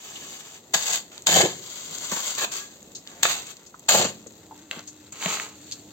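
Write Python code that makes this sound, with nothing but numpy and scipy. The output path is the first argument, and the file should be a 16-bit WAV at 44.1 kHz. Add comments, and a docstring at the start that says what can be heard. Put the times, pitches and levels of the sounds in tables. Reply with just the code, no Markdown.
"""A steel shovel works a heap of wet concrete on a hard yard floor, a little left of the microphone.
The blade strikes, grinds through grit and ploughs into the mix, which slides off and slaps down.
Then a load is tipped onto bricks near a wall. Small stones tick, pockets in the wet mix squelch,
and the yard walls answer faintly. Behind it all is open air and, by the wall, a far-off machine's hum."""
import sys
import numpy as np
from scipy import signal
from scipy.fft import rfft, irfft, next_fast_len
from scipy.io import wavfile
from scipy.ndimage import map_coordinates

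SR = 44100
rng = np.random.default_rng(int(sys.argv[2]) if len(sys.argv) > 2 else 0)


def unload_audio(sound):
    """Save the sound as a 16-bit wav file, at the path given as the first command line argument."""
    columns = np.transpose(np.atleast_2d(sound))
    # keep every value between -1 and 1, then stretch to whole-number steps
    steps = np.round(np.clip(columns, -1, 1) * 32767)
    wavfile.write(sys.argv[1], SR, steps.astype(np.int16))


N = 261072


def amp(db):
    """Decibels to gain."""
    return 10 ** (np.asarray(db) / 20)


def unit(x):
    """Scale to rms 1."""
    return x / np.sqrt(np.mean(x ** 2) + 1e-20)


def peaked(x, db):
    """Scale so that the mean of the left and right peaks reaches db."""
    return amp(db) * x / np.abs(x).max(axis=1).mean()


def along(points, hz):
    """Read (Hz, value) points on a log axis."""
    f, v = np.transpose(points)
    return np.interp(np.log(hz + 1), np.log(f + 1), v)


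def wobble(n, rate):
    """A smooth random curve of n samples, rate knots a second."""
    return map_coordinates(rng.standard_normal(int(n * rate / SR) + 4), [np.arange(n) * rate / SR])


def filtered(x, response):
    """Pass x through a response given as a function of frequency."""
    n = x.shape[-1]
    m = next_fast_len(n + 8192)
    return irfft(rfft(x, m) * response(np.fft.rfftfreq(m, 1 / SR)), m)[..., :n]


def resonance(f, hz, width_hz):
    """Causal response of one damped mode."""
    return 1j * f * width_hz / (hz * hz - f * f + 1j * f * width_hz)


def add(track, start, sound):
    """Mix a short stereo sound in at start seconds."""
    part = track[:, max(round(start * SR), 0):][:, :sound.shape[1]]
    part += sound[:, :part.shape[1]]


# How alike the microphone's two sides are. Each row: frequency in Hz, correlation.
STEREO_LIKENESS = [(200, .97), (500, .9), (1200, .7), (2500, .42), (6000, .2)]


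def spread(pair):
    """Two unrelated signals become left and right, alike in the bass."""
    turn = lambda f: np.arccos(np.clip(along(STEREO_LIKENESS, f), -1, 1)) / 2
    mid, side = filtered(pair, lambda f: np.array([np.cos(turn(f)), np.sin(turn(f))]))
    return np.array([mid + side, mid - side])


def noise(n, spectrum):
    """Steady stereo noise of rms 1, shaped by (Hz, dB) points."""
    return unit(filtered(spread(rng.standard_normal((2, n))), lambda f: amp(along(spectrum, f))))


def burst(response, rise, t60):
    """A short stereo puff of noise through a response; rise and t60 are in seconds."""
    t = np.arange(SR // 4) / SR
    puff = rng.standard_normal((2, len(t))) * (1 - np.exp(-t / rise)) * amp(-60 * t / t60)
    return filtered(spread(puff), response)


def grains(n, rate, scatter_db, bed, life):
    """Stereo crackle: tiny fractures of scattered size over a bed of countless smaller ones."""
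    sizes = (rng.random(n) < rate / SR) * amp(scatter_db * np.clip(rng.standard_normal(n), -2, 2))
    power = signal.lfilter([1], [1, -np.exp(-1 / (life * SR))], sizes ** 2)
    return spread(rng.standard_normal((2, n)) * np.sqrt(power / power.mean() + bed ** 2))


def stroke(start, stop, attack, t60):
    """Times of one movement, and a gate that opens, holds until it stops, then dies away."""
    t = np.arange(start, stop + t60, 1 / SR)
    return t, np.minimum((t - start) / attack, 1) * amp(-60 * np.maximum(t - stop, 0) / t60)


# The air over the yard. Each row: frequency in Hz, relative level in dB.
AIR_SPECTRUM = [(25, -34), (45, -15), (80, -6), (200, -0.5), (400, -3), (900, -14.5), (1600, -33.5),
                (4000, -24), (9000, -22)]


def open_air():
    """A low, gently wavering murk all around the microphone."""
    return noise(N, AIR_SPECTRUM) * amp(-53.0 + 2.4 * wobble(N, 4.89))


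# The machine's tones, from far off. Each row: pitch in Hz, level in dB.
HUM_TONES = [(105, -60), (199, -62.5), (301, -54)]


def distant_machine():
    """An unsteady hum, heard beside the wall: it comes in just before the work reaches the bricks."""
    t = np.arange(N) / SR
    hum = sum(amp(db + 2.8 * wobble(N, 11)) * np.sin(2 * np.pi * hz * t + 1.56 * wobble(N, 29))
              for hz, db in HUM_TONES)
    return hum * np.interp(t, [4.1, 4.25], [0, 1])


# The yard's reverberation. Each row: frequency in Hz, t60 in seconds.
WALL_DECAY = [(150, 0.81), (1500, 0.25), (6000, 0.2), (15000, 0.14)]


def walls(x):
    """The tail that comes back from the yard walls, dying faster in the treble."""
    hz, t, spectra = signal.stft(rng.standard_normal((2, SR // 2)), SR, nperseg=256)
    decay = amp(-60 * t / along(WALL_DECAY, hz)[:, None])
    tail = spread(signal.istft(spectra * decay, SR, nperseg=256)[1])
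    delayed = np.pad(tail, ((0, 0), (300, 0))) / np.linalg.norm(tail[0])
    return signal.fftconvolve(x, delayed, axes=1)[:, :N]


def crumbs():
    """Crumbs of the mix drop and settle all the time, with tiny bright ticks."""
    scatter_db = 4 * np.clip(rng.standard_normal((2, N)), -2, 2)
    ticks = (rng.random(N) < 12 / SR) * amp(-33.5 + scatter_db)
    return filtered(ticks, lambda f: resonance(f, hz=6000, width_hz=25500))


# The wet mix sucks and spits. Each row: start in seconds, level in dB, pitch in Hz,
# time scale of rise and decay in seconds.
POCKETS = [(0.154, -36.5, 3150, 0.0244), (2.949, -34, 5230, 0.034), (3.662, -44, 5500, 0.027),
           (3.741, -38.5, 1190, 0.01), (4.268, -39, 6500, 0.014), (4.507, -40, 864, 0.028),
           (4.873, -36.5, 6120, 0.03), (5.122, -33.5, 7650, 0.013), (5.719, -25.5, 4925, 0.017)]


def squelches():
    """Air and water squeeze through pockets in the mix: large ones plop, tiny ones only spit."""
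    out = np.zeros((2, N))
    for start, db, hz, scale in POCKETS:
        width_hz = 0.27 * hz * np.sqrt(hz / 1000)
        pocket = burst(lambda f: resonance(f, hz, width_hz) ** 2, rise=0.1 * scale, t60=4 * scale)
        add(out, start, peaked(pocket, db + 4))
    return out


# Loose stones around the shovel. Each row: start in seconds, level in dB, pitch in Hz.
STONE_CLICKS = [(1.179, -26.5, 4300), (1.2221, -29, 7500), (1.9847, -22, 6100), (2.8287, -35, 6500),
                (3.0746, -26.5, 3800), (3.569, -32, 5510), (3.7952, -31, 9000), (4.3225, -40, 8000),
                (4.7125, -15.5, 2600), (4.793, -27.5, 4600), (5.226, -23.5, 2250), (5.2601, -15.5, 2320),
                (5.3993, -20, 1910), (5.7139, -25, 5100)]


def stones():
    """Single pebbles click, each at its own pitch, snap brightly and crush a little sand."""
    out = np.zeros((2, N))
    impulse = np.eye(1, SR // 4).repeat(2, axis=0)
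    for start, db, hz in STONE_CLICKS:
        click = filtered(impulse, lambda f: resonance(f, hz, width_hz=0.77 * hz) ** 2)
        snap = filtered(impulse, lambda f: resonance(f, hz=2 * hz, width_hz=3 * hz))
        sand = burst(lambda f: resonance(f, hz, width_hz=0.53 * hz), rise=0.0001, t60=0.014)
        add(out, start, peaked(click, db + 1) + peaked(snap, db - 1) + peaked(sand, db - 4))
    return out


# Lumps come down on the heap, later on the bricks. Each row: time in seconds, level of plop and
# splat in dB, plop pitch in Hz, thump level in dB.
LUMPS = [(0.752, -19, 676, -28), (1.399, -14, 506, -29), (1.434, -11.5, 413, -18), (1.907, -40, 497, -34),
         (2.121, -25, 600, -23), (2.435, -30, 397.6, -33.5), (3.951, -9, 560, -18), (3.997, -17, 330, -14),
         (4.052, -13.5, 484, -17), (4.264, -31.5, 284, -41), (4.77, -35.5, 404, -29.5),
         (5.26, -20, 660, -18)]


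def slaps():
    """Wet lumps land with a hollow plop, a splat and a dull thump of the ground."""
    out = np.zeros((2, N))
    for time, db, hz, thump_db in LUMPS:
        plop = burst(lambda f: resonance(f, hz, width_hz=0.69 * hz) ** 2, rise=0.00044, t60=0.047)
        splat = burst(lambda f: resonance(f, hz=955, width_hz=1150), rise=0.0004, t60=0.045)
        thump = burst(lambda f: resonance(f, hz=179.3, width_hz=100) ** 2, rise=0.00087, t60=0.037)
        add(out, time - 0.002, peaked(plop, db - 4) + peaked(splat, db - 12) + peaked(thump, thump_db - 6))
    return out


# The muddy blade's main modes. Each row: pitch in Hz, width in Hz, gain in dB.
BLADE_MODES = [(530, 10, -27), (704, 15, -5.5), (905, 67, -8), (1162, 166, -6), (1667, 49, -4),
               (2600, 86, -2), (3110, 72, -2), (3570, 78, -3), (6740, 80, -12.5)]


def blade(spectrum, direct):
    """The response for contact noise of this spectrum, partly direct and partly rung through the blade."""
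    modes = lambda f: sum(amp(db) * resonance(f, hz, width) for hz, width, db in BLADE_MODES)
    return lambda f: amp(along(spectrum, f)) * (direct + modes(f))


def steel_ring(x, ring_db, t60):
    """Add the steel's many weak modes, which shift with every load and grip; none lie in the deep bass."""
    t = np.arange(SR // 6) / SR
    tail = spread(rng.standard_normal((2, len(t))) * amp(-60 * t / t60))
    tail = filtered(tail, lambda f: f ** 2 / (f ** 2 + 350 ** 2))
    ring = signal.fftconvolve(x, tail / np.linalg.norm(tail[0]), axes=1)[:, :x.shape[1]]
    return x + amp(ring_db) * ring


# The blade comes free. Each row: start in seconds, peak in dB, centre of the stirred modes in Hz.
BLADE_LIFTS = [(2.595, -42.5, 1410), (3.15, -47.5, 700)]
FREE_T60, STIRRED_OCTAVES = 0.27, 0.35


def lifts():
    """Out of the mix, nothing damps the blade, and a few of its modes sing on briefly."""
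    out = np.zeros((2, N))
    t = np.arange(SR // 3) / SR
    for start, db, centre_hz in BLADE_LIFTS:
        stirred = lambda hz: np.exp(-(np.log2(hz / centre_hz) / STIRRED_OCTAVES) ** 2)
        ring = sum(stirred(hz) * np.sin(2 * np.pi * hz * t + 0.5 * wobble(len(t), 39))
                   for hz, _, _ in BLADE_MODES)
        ring *= (1 - np.exp(-t / 0.012)) * amp(-60 * t / FREE_T60)
        add(out, start, peaked(np.array([ring, ring]), db))
    return out


# Sand against steel. Each row: frequency in Hz, relative level in dB.
SAND_SPECTRUM = [(300, -38), (1200, -7), (2400, -3.5), (3400, 0.5), (4500, 2), (7000, 1), (12000, -5),
                 (16000, -5)]
# Gravel against steel. Each row: frequency in Hz, relative level in dB.
GRAVEL_SPECTRUM = [(50, -21), (100, -16.5), (180, -4), (270, -9), (400, 0.5), (1100, 0), (1900, -0.5),
                   (2700, -5), (4000, -10.5), (7000, -17.5)]


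def rub(level, gravel_db, direct, scatter_db, bed):
    """Sand hisses and gravel grinds along the steel; the blade sticks and slips, shaking both."""
    n = len(level)
    sand = grains(n, rate=1700, scatter_db=scatter_db, bed=bed, life=0.00028)
    hiss = unit(filtered(sand, blade(SAND_SPECTRUM, direct)))
    gravel = grains(n, rate=500, scatter_db=4.5, bed=0.85, life=0.00051)
    grind = unit(filtered(gravel, blade(GRAVEL_SPECTRUM, direct=1.0)))
    judder = amp(1.1 * wobble(n, 70) + 0.5 * wobble(n, 18))
    contact = amp(-2.5) * hiss + amp(gravel_db - 2) * grind
    return steel_ring(level * judder * contact, ring_db=-3.5, t60=0.035)


def settling():
    """The heap keeps settling faintly, in fits and starts."""
    return rub(amp(-56 + 1.5 * wobble(N, 14)), gravel_db=-8, direct=6.4, scatter_db=9.5, bed=0.48)


# Wet mix slides over or off the steel. Each row: start, fullest moment and end in seconds,
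# fullest level in dB, thinning to either side in dB a second, gravel balance in dB.
MIX_SLIDES = [(0.0, 0.197, 0.565, -42, 10.5, -6.5), (1.449, 2.282, 2.448, -32.5, 17.5, -10),
              (2.451, 2.53, 2.76, -44, 56, -10), (3.062, 3.198, 3.22, -51.5, 37, -2),
              (4.709, 4.723, 4.8, -47, 55, 5), (5.119, 5.325, 5.55, -30.5, 130, -3),
              (5.549, 5.682, 5.88, -49.5, 68, -29)]
CREST_S = 0.032  # a flow rounds off around its fullest moment


def slides():
    """The flow of mix over the steel swells and thins again, coming off in clumps."""
    out = np.zeros((2, N))
    for start, fullest, end, db, thinning, gravel_db in MIX_SLIDES:
        t, gate = stroke(start, end, attack=0.00333, t60=0.15)
        from_crest = np.hypot(t - fullest, CREST_S) - CREST_S
        clumps_db = 0.8 * wobble(len(t), rate=23.6)
        flow = gate * amp(db - thinning * from_crest + clumps_db)
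        add(out, start, rub(flow, gravel_db, direct=11.0, scatter_db=5.0, bed=1.0))
    return out


# Grit rasps along the steel. Each row: start and stop in seconds, first and last level in dB,
# gravel balance in dB, opening accent in dB, release t60 in seconds, left minus right in dB.
GRIT_SCRAPES = [(0.735, 0.962, -30, -26.5, -10.5, 17.5, 0.15, 1),
                (1.111, 1.156, -51, -47, -3.5, 6, 0.41, -2), (1.262, 1.407, -24, -17.5, -8.5, 5.5, 0.31, 0),
                (2.109, 2.197, -28, -35, -5.5, 0.5, 0.18, 0.5),
                (2.374, 2.448, -32.5, -27.5, -3, 2, 0.038, 0.5),
                (2.511, 2.587, -34, -32, -9.5, 1, 0.24, 0.5),
                (3.225, 3.311, -27, -26.5, -5.5, 2.5, 0.44, -1),
                (3.443, 3.514, -47, -41.5, -11, 0, 0.11, 2.5),
                (3.883, 4.052, -18.5, -24.5, -10, 1, 0.21, 0),
                (5.207, 5.289, -36, -36, -2.5, -2, 0.2, -1.5)]
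ATTACK_S, ACCENT_S = 0.0083, 0.017  # the short fade-in of each scrape and crunch; the accent's fade


def scrapes():
    """Grit rasps along the steel as the blade is pushed or a load slides quickly off."""
    out = np.zeros((2, N))
    for start, stop, first_db, last_db, gravel_db, accent_db, t60, place_db in GRIT_SCRAPES:
        t, gate = stroke(start, stop, ATTACK_S, t60)
        level_db = np.interp(t, [start, stop], [first_db, last_db])
        level_db += accent_db * np.exp(-((t - start) / ACCENT_S) ** 2)
        scrape = rub(gate * amp(level_db), gravel_db, direct=0.9, scatter_db=5.0, bed=0.74)
        add(out, start, scrape * amp([[place_db / 2], [-place_db / 2]]))
    return out


# The crunch under the heap. Each row: frequency in Hz, relative level in dB.
CRUNCH_SPECTRUM = [(100, -40), (250, -10), (340, -0.5), (480, -2), (800, -3), (1200, -11.5), (2200, -50),
                   (6000, -42)]
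# The dull shove against the heap. Each row: frequency in Hz, relative level in dB.
SHOVE_SPECTRUM = [(30, -54), (60, -14), (100, -5), (135, -6), (172, 2), (210, 5), (260, -28), (600, -15)]
# The blade goes in. Each row: start, deepest point and stop in seconds, crunch and shove levels in dB.
HEAP_THRUSTS = [(1.275, 1.368, 1.457, -21.5, -22.5), (3.886, 3.972, 4.03, -24, -25.5)]
BUILD_DB_PER_S, EASE_DB_PER_S, SHOVE_FADE_DB_PER_S = 104, 50, 148  # slopes around the deepest point
HOLLOW_HZ, SAG_HZ_PER_S = 642, 3300


def plough():
    """The blade crunches under the heap and shoves it; its hollow note sinks as the load covers it."""
    out = np.zeros((2, N))
    centres = np.geomspace(320, 850, num=6)
    for start, deepest, stop, crunch_db, shove_db in HEAP_THRUSTS:
        t, gate = stroke(start, stop, ATTACK_S, t60=0.2)
        before, after = np.maximum(deepest - t, 0), np.maximum(t - deepest, 0)
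        effort = gate * amp(crunch_db - BUILD_DB_PER_S * before - EASE_DB_PER_S * after)
        crunch = grains(len(t), rate=350, scatter_db=6.0, bed=0.28, life=0.0025)
        crunch = filtered(crunch, lambda f: amp(along(CRUNCH_SPECTRUM, f)))
        crunch = steel_ring(crunch, ring_db=-5.5, t60=0.45)
        shove = noise(len(t), SHOVE_SPECTRUM) * amp(shove_db - SHOVE_FADE_DB_PER_S * (before + after))
        # the note glides by crossfading between bands of the crunch
        hollow_hz = HOLLOW_HZ - SAG_HZ_PER_S * np.minimum(after, stop - deepest)
        bands = [unit(filtered(crunch, lambda f: resonance(f, hz, width_hz=170))) for hz in centres]
        shares = [np.interp(hollow_hz, centres, row) for row in np.eye(len(centres))]
        hollow = sum(share * band for share, band in zip(shares, bands))
        add(out, start, effort * hollow + shove)
    return out


def buried(x, muffle_hz=10000, hold_s=0.15):
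    """From the deepest point of a thrust until just after it, the load dulls the blade's hiss."""
    t = np.arange(N) / SR
    cover = sum(np.interp(t, [deepest, stop, stop + hold_s, stop + 2 * hold_s], [0, 1, 1, 0])
                for _, deepest, stop, _, _ in HEAP_THRUSTS)
    return (1 - cover) * x + cover * filtered(x, lambda f: 1 / (1 + (f / muffle_hz) ** 4))


# The blade hits floor or stone. Each row: time in seconds, level in dB, knock balance in dB.
BLADE_STRIKES = [(0.7453, -8, -11), (0.933, -14, -42), (0.9579, -12.5, -36), (1.27, -4, -18.5),
                 (2.4231, -19.5, -8.5), (2.444, -25, 2), (3.2321, -2.5, -19), (3.2528, -15, 2),
                 (3.8879, -11, -7), (3.9518, -14, -18), (3.998, -9.5, -27)]


def strikes():
    """The edge crushes grit against the floor and the damped blade rings briefly."""
    out = np.zeros((2, N))
    for time, db, knock_db in BLADE_STRIKES:
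        crack = burst(blade(SAND_SPECTRUM, direct=1.0), rise=0.0025, t60=0.014)
        knock = burst(blade(GRAVEL_SPECTRUM, direct=0.093), rise=0.0017, t60=0.016)
        hit = peaked(crack, db - 0.5) + peaked(knock, db + knock_db + 4)
        add(out, time - 0.001, steel_ring(hit, ring_db=-5.5, t60=0.28))
    return out


# The work's balance at the microphone. Each row: frequency in Hz, left minus right in dB.
STEREO_LEAN = [(200, 1), (1500, 0), (4000, 0.8), (7000, 2.5), (14000, 0.5)]


def placed(x, left_lead_s):
    """The work is a little louder on the left; the side it reaches first gives its direction."""
    sides = np.array([[0.5], [-0.5]])
    balance = lambda f: amp(sides * along(STEREO_LEAN, f))
    return filtered(x, lambda f: balance(f) * np.exp(2j * np.pi * f * sides * left_lead_s))


BRICKS_FROM_S = 4.4


def scene():
    """The shovel works left of centre at the heap, then right of it at the bricks; the walls answer."""
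    rubbing = buried(scrapes()) + settling() + slides() + plough()
    blows = strikes() + slaps() + stones() + crumbs() + squelches() + lifts()
    work = rubbing + blows + walls(amp(-23.0) * rubbing + amp(-14.5) * blows)
    at_heap, at_bricks = placed(work, left_lead_s=0.00015), placed(work, left_lead_s=-0.00005)
    shovel = np.where(np.arange(N) / SR < BRICKS_FROM_S, at_heap, at_bricks)
    return shovel + open_air() + distant_machine()


# The microphone's colour. Each row: frequency in Hz, gain in dB.
MIC_RESPONSE = [(100, -1), (4650, 3.5), (4900, -3.5), (5900, -1.5), (6450, 9), (6800, 8.5), (7600, 9.5),
                (7850, 1.5), (8500, -3.5), (9000, -35), (11200, -12.5), (11700, -5.5), (15600, -2)]
TOP_HZ = 15900


def record(dry):
    """The microphone has a bright peak and a deep notch above it; nothing passes the band limit."""
    return filtered(dry, lambda f: amp(along(MIC_RESPONSE, f)) * (f < TOP_HZ))


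dry = scene()
out = record(dry)
unload_audio(out)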